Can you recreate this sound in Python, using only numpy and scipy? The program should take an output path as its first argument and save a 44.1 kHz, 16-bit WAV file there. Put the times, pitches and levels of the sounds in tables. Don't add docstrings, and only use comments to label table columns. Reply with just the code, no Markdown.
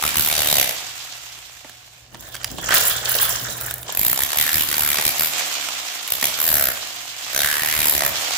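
import sys
import numpy as np
from scipy import signal
from scipy.fft import rfft, irfft, next_fast_len
from scipy.io import wavfile
from scipy.ndimage import uniform_filter1d

SR = 44100
rng = np.random.default_rng(int(sys.argv[2]) if len(sys.argv) > 2 else 0)


def unload_wav(signal):
    wavfile.write(
        sys.argv[1],
        SR,
        np.round(np.clip(np.atleast_2d(signal).T, -1, 1) * 32767).astype(np.int16),
    )


def convert_level_to_amplitude(level_db):
    exponent = np.asarray(level_db, float) / 20
    return 10 ** exponent


N = 369116
TIME = np.arange(N) / SR
SIZE = next_fast_len(N)
HZ = np.maximum(np.fft.rfftfreq(SIZE, 1 / SR), 1)


def rms_one(x):
    return x / np.sqrt(np.mean(x ** 2) + 1e-20)


def in_time(rows):
    s, *columns = np.transpose(rows)
    return [np.interp(TIME, s, c) for c in columns]


def held(rows, rise, fade, fall, last_steepness=1):
    start, length, *columns = np.transpose(rows)[:, :, None]
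    coarse_time = TIME[::64]
    since = coarse_time - start
    shape = rise * np.minimum(since, 0)
    shape = shape - fade * np.clip(since, 0, length)
    shape = shape - fall * np.maximum(since - length, 0)
    shapes = [shape] * (len(columns) - 1) + [last_steepness * shape]
    levels = []
    for db, s in zip(columns, shapes):
        loudest = np.maximum((db + s).max(axis=0), -120)
        levels.append(np.interp(TIME, coarse_time, loudest))
    return levels


def noise():
    return rng.standard_normal((2, N))


def grains(per_s, spread_db):
    return (rng.random(N) < per_s / SR) * convert_level_to_amplitude(spread_db * np.minimum(rng.exponential(1, N), 4))


def dying(clicks, t60):
    return signal.lfilter([1], [1, -convert_level_to_amplitude(-60 / (t60 * SR))], clicks + 1e-18)


def band(x, low_hz, high_hz):
    return signal.sosfilt(signal.butter(3, [low_hz, high_hz], "band", fs=SR, output="sos"), x)


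def at_hz(points):
    hz, value = np.transpose(points)
    return np.interp(np.log(HZ), np.log(hz), value)


def colour(pair, spectrum, alike_share=1.):
    # (frequency [Hz], likeness [0-1])
    likeness = [(60, 0.99), (300, 0.91), (700, 0.87), (1400, 0.04), (3000, 0), (7000, 0.06), (15000, 0)]
    # (frequency [Hz], left over right [dB])
    left_over_right = [(60, -0.5), (180, -2.5), (550, 0), (1650, 1), (4970, -4), (15000, 0.5)]
    mid, side = rfft(pair, SIZE) * convert_level_to_amplitude(at_hz(spectrum))
    alike = np.clip(alike_share * at_hz(likeness), 0, 1)
    lean = convert_level_to_amplitude(at_hz(left_over_right) / 2)
    mid, side = mid * np.sqrt(1 + alike), side * np.sqrt(1 - alike)
    return rms_one(irfft([(mid + side) * lean, (mid - side) / lean], SIZE)[:, :N])


def place(pair, pan_db, lag):
    return np.array([np.roll(pair[0], lag), pair[1]]) * convert_level_to_amplitude([[pan_db / 2], [-pan_db / 2]])


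def resonance(x, centre_hz, width_hz):
    r = np.exp(-np.pi * width_hz / SR)
    return rms_one(signal.lfilter([1, 0, -1], [1, -2 * r * np.cos(2 * np.pi * centre_hz / SR), r * r], x))


def moving_resonance(x, centre_hz, width_hz):
    out, state, r = np.zeros_like(x), np.zeros((2, 2)), np.exp(-np.pi * width_hz / SR)
    for i in range(0, N, 512):
        a = [1, -2 * r * np.cos(2 * np.pi * centre_hz[i] / SR), r * r]
        out[:, i:i + 512], state = signal.lfilter([1, 0, -1], a, x[:, i:i + 512], zi=state)
    return rms_one(out)


def steel(clicks):
    # (mode [Hz], level [dB], t60 [s])
    modes = [(750, -27, 0.12), (1717, -2.5, 0.03), (4000, 1, 0.024), (7520, 7, 0.014),
             (11300, 16.5, 0.0064), (12400, -9, 0.0091), (13550, 9, 0.014)]
    out = np.zeros((2, N))
    for hz, level_db, t60 in modes:
        r, w = convert_level_to_amplitude(-60 / (t60 * SR)), 2 * np.pi * hz / SR
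        strike = clicks * noise() + 1e-18
        out += signal.lfilter([0, convert_level_to_amplitude(level_db) * np.sin(w)], [1, -2 * r * np.cos(w), r * r], strike)
    return out


def room(x):
    t60_s, wall_cut_hz = 0.61, 13500
    size = next_fast_len(N + SR)
    w = 2 * np.pi * np.fft.rfftfreq(size)
    wall = 1 / (1 + 1j * w * SR / (2 * np.pi * wall_cut_hz))
    out = np.zeros((2, len(w)), complex)
    for k, lag in enumerate(rng.uniform(.012, .04, 16) * SR):
        loop = convert_level_to_amplitude(-60 * lag / SR / t60_s) * wall * np.exp(-1j * w * lag)
        out[k % 2] += loop / (1 - loop) * (-1) ** (k // 2)
    return irfft(out * rfft(x, size), size)[:, :N]


def hum():
    # (time [s], level [dB])
    swell = [(0, -67), (.9, -59.5), (1.9, -60.5), (2.5, -45), (3.85, -44.5), (4.05, -87), (7.2, -61.5),
             (8.37, -66)]
    # (frequency [Hz], level per Hz [dB])
    air_spectrum = [(15, -40), (25, -30), (53, 6.5), (92, 0.5), (120, 2.5), (223, -13.5), (734, -5.5),
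                    (16000, -95)]
    mains_hz, air_over_tone_db = 119.5, 1.5
    level_db, = in_time(swell)
    tone = np.sqrt(2) * np.sin(2 * np.pi * mains_hz * TIME)
    return convert_level_to_amplitude(level_db) * (tone + convert_level_to_amplitude(air_over_tone_db) * colour(noise(), air_spectrum))


def knocks():
    # (time [s], crack [dB], body [dB], treble [dB], ring [Hz])
    contacts = [(1.3766, -31, -35, -42.5, 3280), (1.57, -38, -51, -51, 1680),
                (1.6458, -33, -24.5, -52, 1990), (1.696, -33.5, -32, -33, 1710),
                (2.1457, -28, -22, -41, 1820), (2.345, -23, -45, -34, 1610), (2.352, -23, -45, -27, 1610),
                (2.365, -27, -45, -38, 3300), (2.414, -30, -42, -45, 1480), (2.4325, -30, -45, -28, 4850),
                (2.52, -40, -31, -48, 700), (2.4443, -11.5, -49, -11.5, 4850),
                (2.5843, -22.5, -13, -43, 3020), (2.687, -18, -23, -26, 2900), (2.707, -13, -23, -32, 615),
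                (2.72, -12, -21, -24, 1700), (2.741, -4, -22, -28, 1750), (3.225, -19, -34, -28, 1700),
                (3.611, -27, -25, -12.5, 1580), (3.663, -37, -27, -13, 1290),
                (3.71, -20.5, -38, -11.5, 1530), (3.74, -45, -45, -10, 1490), (3.782, -35, -43, -22, 1280),
                (3.83, -29.5, -47, -21, 3620), (4.226, -23, -26, -11, 3300), (4.4665, -23, -42, -35, 1700),
                (4.4917, -13, -38, -35, 1720), (4.7425, -13, -36, -21, 4700),
                (4.9863, -10.5, -9, -30, 1900), (5.687, -16.5, -45, -38, 1340),
                (6.077, -20.5, -42, -15, 3000), (6.138, -20, -30, -20, 3470),
                (6.2265, -11.5, -12.5, -37, 1930), (6.388, -17.5, -30, -28, 1390)]
    ring_t60_s = .013
    s, crack_db, body_db, treble_db, ring_hz = np.transpose(contacts)
    at, out = np.round(s * SR).astype(int), np.zeros((2, N))
    ranges = [(body_db, 150, 1000, .06), (crack_db, 1000, 8000, .022), (treble_db, 8000, 16000, .012)]
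    for level_db, low_hz, high_hz, t60 in ranges:
        clicks = np.zeros(N)
        clicks[at] = convert_level_to_amplitude(level_db)
        burst = dying(clicks, t60) * noise()
        out += band(burst + .5 * burst[::-1] + clicks, low_hz, high_hz)
    t = TIME[:3000]
    for i, db, hz in zip(at, crack_db, ring_hz):
        out[:, i:i + len(t)] += convert_level_to_amplitude(db - 60 * t / ring_t60_s) * np.sin(2 * np.pi * hz * t)
    return out * convert_level_to_amplitude([[-2.5], [2.5]])


def grit_texture():
    clumps = rms_one(dying(dying(grains(70, 1.9), 0.048), 0.046))
    clicks = 0.5 + dying(grains(400, 4), 0.012)
    return (.4 + clumps) * clicks


def drag():
    # (start [s], length [s], grit [dB], treble [dB], rumble [dB])
    strokes = [(2.135, 0.017, -44, -45, -41.5), (2.21, 0.077, -41.5, -43.5, -56),
               (2.335, 0.015, -38, -38.5, -66), (2.41, .02, -40, -60, -70),
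               (2.46, 0.062, -39.5, -43.5, -60), (2.52, 0.022, -42, -58, -36),
               (2.588, 0.011, -33, -42, -37.5), (2.625, 0.025, -29.5, -27.5, -42),
               (2.68, .02, -25.5, -25, -50), (2.715, 0.057, -18, -17, -62), (2.81, 0.1, -23.5, -16.5, -52),
               (2.95, 0.11, -31.5, -43, -66), (3.05, 0.036, -24, -26.5, -70),
               (3.09, 0.062, -25.5, -21, -66), (3.15, 0.087, -23.5, -17, -68), (3.29, 0.067, -25, -26, -69),
               (3.4, 0.12, -32.5, -32, -43), (3.56, 0.14, -34, -29.5, -56), (3.76, 0.074, -49, -42, -60),
               (3.886, 0.011, -27.5, -45, -47)]
    # (frequency [Hz], level per Hz [dB])
    grit_spectrum = [(82, -41), (140, -5), (226, -21), (589, 2.5), (1330, 6), (1730, 6.5), (2160, -2),
                     (3210, 1.5), (14100, -1), (15500, 21), (16500, -75)]
    # (centre [Hz], width [Hz], level over the grit [dB])
    shards = [(630, 270, -26), (716, 60, -26), (994, 47, -24), (1700, 51, -31.5), (3270, 160, -18.5)]
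    blade_ring_db, shard_wander = -15, .08
    grit_db, treble_db, rumble_db = held(strokes, rise=484, fade=-3.5, fall=334)
    grit = colour(noise(), grit_spectrum) + convert_level_to_amplitude(blade_ring_db) * rms_one(steel(np.ones(N)))
    ranges_hz = [(300, 714), (1200, 2360), (2600, 6380), (5000, 7640)]
    mids = rms_one(sum(grit_texture() * band(grit, low, high) for low, high in ranges_hz))
    for hz, width_hz, db in shards:
        drift = rms_one(band(rng.standard_normal(N), 1.0, 5.5))
        ring = moving_resonance(grit, hz * (1 + shard_wander * drift), width_hz)
        mids = mids + convert_level_to_amplitude(db) * grit_texture() * ring
    treble = rms_one(grit_texture() * band(grit, 9330, 14450))
    rumble = rms_one(band(grit_texture() * noise(), 114, 365))
    sound = convert_level_to_amplitude(grit_db) * mids + convert_level_to_amplitude(treble_db) * treble + convert_level_to_amplitude(rumble_db) * rumble
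    return place(sound, pan_db=-2.0, lag=4)


def crank():
    # (time [s], speed [turns per s])
    runs = [
        [(0, 75.5), (.3, 77.04), (.55, 72.24), (.8, 49.24), (1.4, 29.24), (2.1, 15.4)],
        [(3.85, 22.99), (4.05, 59.2), (4.25, 71.27), (4.5, 77.18), (4.95, 73.06), (5.4, 81.86), (5.6, 67.42),
         (6.05, 51.7), (6.2, 69.08), (6.48, 81.47), (6.75, 56.11), (7.15, 41.87), (7.4, 72.35), (7.75, 77.58),
         (8.05, 70.34), (8.37, 88.06)],
    ]
    start_turn = [0, .74]
    speed, turns = np.zeros((2, N))
    for rows, start in zip(runs, start_turn):
        first_s, last_s = rows[0][0], rows[-1][0]
        run = in_time(rows)[0] * ((TIME >= first_s) & (TIME <= last_s))
        turns = np.where(TIME >= first_s, np.ceil(turns[-1]) + start + np.cumsum(run) / SR, turns)
        speed = speed + run
    return speed, turns


def motor(speed, turns, pushed):
    # (frequency [Hz], level per Hz [dB])
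    whir_spectrum = [(18, -56), (30, -41), (65, -38), (190, -32), (276, -35), (470, -28), (620, -8.5),
                     (1660, 0), (3660, 2.5), (7470, -1.5), (9230, -10), (15200, -6.5), (16500, -59)]
    # (centre [Hz], width [Hz], level over the whir [dB])
    housing = [(290, 38, -29), (731, 30, -20.5)]
    # (multiple of crank speed, level over the whir [dB])
    orders_of_crank = [(1, -36), (2, -33), (3, -40), (3.9, -33)]
    full_speed, speed_power = 92.4, 1.865
    whir_db, loaded_db = -21.5, -9.5
    throb, second, patchy_db, puff_db = .15, .046, 1.8, -17

    level = (speed / full_speed) ** speed_power * convert_level_to_amplitude(whir_db + loaded_db * pushed)
    level = uniform_filter1d(level, size=3000)
    angle = 2 * np.pi * uniform_filter1d(turns, size=5000)
    stroke = 1 + throb * np.cos(angle) + second * np.cos(2 * angle)
    teeth = 1 + .5 * dying(grains(360, 1.6), 0.0064)
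    even_whir = colour(stroke * teeth * noise(), whir_spectrum)

    whir = np.zeros((2, N))
    edges = np.geomspace(30, 16500, num=8)
    for low, high in zip(edges, edges[1:]):
        flicker_db = patchy_db * rms_one(band(rng.standard_normal(N), 4.8, 17.0))
        whir += band(even_whir, low, high) * convert_level_to_amplitude(flicker_db)
    for hz, width_hz, db in housing:
        whir += convert_level_to_amplitude(db) * resonance(noise()[0], hz, width_hz)

    once_a_turn = np.diff(np.floor(angle / (2 * np.pi)), prepend=0)
    puffs = rms_one(band(once_a_turn * convert_level_to_amplitude(2.5 * rng.standard_normal(N)), 460, 1350))
    orders = sum(convert_level_to_amplitude(db) * np.sin(k * angle) for k, db in orders_of_crank)
    return place(level * (whir + convert_level_to_amplitude(puff_db) * puffs + orders), pan_db=-2.0, lag=5)


def pressing():
    # (start [s], length [s], blade [dB], slab [dB], thump [dB])
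    pushes = [(.03, 0.053, -25.5, -24, -37), (.155, .01, -31, -25.5, -52), (.17, 0.033, -18, -23, -32.5),
              (.245, 0.041, -22, -29, -42), (.3, 0.11, -28.5, -25, -43), (.385, 0.038, -21.5, -22, -37.5),
              (.46, 0.17, -20.5, -22.5, -38), (.67, 0.037, -28, -29, -64), (3.93, 0.028, -25, -34, -44),
              (3.97, 0.15, -18.5, -30.5, -38.5), (4.175, .01, -32, -27, -52), (4.19, 0.047, -22, -27, -39),
              (4.3, 0.045, -32, -30, -67), (4.372, 0.052, -19.5, -24.5, -38), (4.465, 0.023, -24, -27, -72),
              (4.53, 0.095, -20, -26.5, -38.5), (4.69, 0.041, -23, -25.5, -40),
              (4.766, 0.18, -21.5, -27.5, -39), (4.885, 0.13, -28, -25, -55),
              (5.05, 0.025, -19, -23, -34.5), (5.195, 0.062, -20.5, -27.5, -41),
              (6.115, 0.0093, -19.5, -26.5, -40), (6.225, 0.032, -21.5, -22.5, -40),
              (6.4, 0.055, -20, -31.5, -52), (6.47, 0.22, -18.5, -29, -39), (7.352, 0.1, -23.5, -25, -43.5),
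              (7.46, 0.13, -26.5, -27, -48), (7.62, 0.21, -25.5, -28.5, -43),
              (7.76, 0.13, -22.5, -25.5, -37.5), (7.86, 0.041, -15, -35, -43),
              (7.93, 0.049, -21, -26, -32.5), (8.0, 0.033, -31, -24, -45), (8.04, 0.021, -21, -30, -34)]
    return held(pushes, rise=618, fade=3, fall=384, last_steepness=3.7)


def loose_chips(chatter):
    pitches_hz = np.geomspace(900, 6000, num=9)
    dealt = np.repeat(rng.integers(0, len(pitches_hz), N // 900 + 1), 900)[:N]
    chips = np.zeros((2, N))
    for k, hz in enumerate(pitches_hz):
        chips += resonance(chatter * (dealt == k) * noise(), hz, width_hz=420)
    return rms_one(chips)


def blows(turns, blade_db, slab_db, thump_db):
    # (time [s], tile [Hz], tile over slab [dB], hollow body over slab [dB])
    ringing_tile = [(0, 2070, -21, -36), (.4, 2010, -23, -11.5), (.7, 2000, -6, -8.5),
                    (4.2, 1970, -31, -11.5), (4.32, 2000, -16, -47), (4.48, 1700, -1.5, -36),
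                    (4.62, 1780, -12, -48), (4.95, 2330, -9, -15), (6.25, 2040, -22, -14),
                    (6.6, 1470, 0.5, -5), (7.4, 1560, -6, -9), (7.55, 1720, -1.5, -28),
                    (7.73, 2070, -0.5, -18), (7.85, 1890, -15, -14.5), (8.05, 1840, -2, -7.5)]
    # (frequency [Hz], level per Hz [dB])
    blade_spectrum = [(6000, -14), (7500, 3), (8700, -15.5), (10500, 2.5), (12100, 16), (13600, 6),
                      (15200, 13), (16000, -9), (16300, -64)]
    slab_spectrum = [(120, -37), (200, -16), (520, 0), (727, -2), (839, 2), (1250, 0.5), (1950, 7),
                     (3750, 9), (4120, 4), (9000, 7), (11700, 10.5), (19800, -120)]
    thump_spectrum = [(15, -27), (26, -21), (42, 2), (103, 3), (270, -3), (300, -3), (390, -4.5),
                      (660, -120)]
    jitter_s, uneven_db, lead_s = .0003, 1.4, .002
    blade_ring_db, shank_db, chip_db = -17, -12, -5
    tile_hz, tile_db, body_db = in_time(ringing_tile)

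    at = np.flatnonzero(np.diff(np.floor(turns))) - round(lead_s * SR)
    chance = rng.standard_normal((len(at), 2))
    strength = convert_level_to_amplitude(uneven_db * chance[:, 1])
    jitter = (jitter_s * SR * chance[:, 0]).astype(int)
    piston, strikes = np.zeros((2, N))
    piston[np.maximum(at, 0) + 30] = strength
    strikes[np.clip(at + jitter, 0, N - 1)] = strength
    clicks = rms_one(strikes)

    crack = rms_one(dying(dying(strikes, .004), .006))
    contact = rms_one(dying(dying(strikes, 0.0045), 0.015))
    chatter = contact * (3.3 + dying(grains(3000, 1.9), 0.0043))
    even_chatter = rms_one(chatter)
    debris = .14

    blade_noise = (even_chatter + crack * [[.8], [.35]] + debris) * noise()
    blade = colour(blade_noise + clicks * [[.4], [.15]], blade_spectrum)
    blade = blade + convert_level_to_amplitude(blade_ring_db) * rms_one(steel(chatter))
    slab_noise = (even_chatter / 2 + crack * [[.5], [.2]] + debris / 2) * noise()
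    slab = colour(slab_noise + clicks * [[.65], [.2]], slab_spectrum, alike_share=0.45)

    push = rms_one(piston) + 0.15 * chatter * noise()
    ringing = convert_level_to_amplitude(tile_db) * moving_resonance(push, tile_hz, width_hz=300)
    ringing += convert_level_to_amplitude(body_db) * resonance(push, centre_hz=657.0, width_hz=157)
    ringing += convert_level_to_amplitude(shank_db) * resonance(push, centre_hz=3900, width_hz=700)
    ringing += convert_level_to_amplitude(chip_db) * loose_chips(chatter)

    shake = dying(contact, 0.0029) * (noise() + [[.05], [0]])
    thump = colour(shake, thump_spectrum, alike_share=0.36)
    sound = convert_level_to_amplitude(blade_db) * rms_one(blade) + convert_level_to_amplitude(slab_db) * (slab + ringing) + convert_level_to_amplitude(thump_db) * thump
    return place(sound, pan_db=-1.0, lag=-2)


def scene():
    room_db = -13.5
    speed, turns = crank()
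    blade_db, slab_db, thump_db = pressing()
    near = blows(turns, blade_db, slab_db, thump_db)
    near = near + motor(speed, turns, pushed=blade_db > -36) + drag()
    hits = knocks()
    return near + hits + convert_level_to_amplitude(room_db) * room(near + hits / 3) + hum()


def roll_off(x):
    return signal.sosfilt(signal.butter(12, 16970, fs=SR, output="sos"), x)


def record(dry):
    rounded = .85 * np.tanh(dry / .85)
    low_pass = signal.ellip(8, .5, 45, 15950, fs=SR, output="sos")
    mix = signal.sosfilt(low_pass, rounded)
    return roll_off(mix)


dry = scene()
out = record(dry)
unload_wav(out)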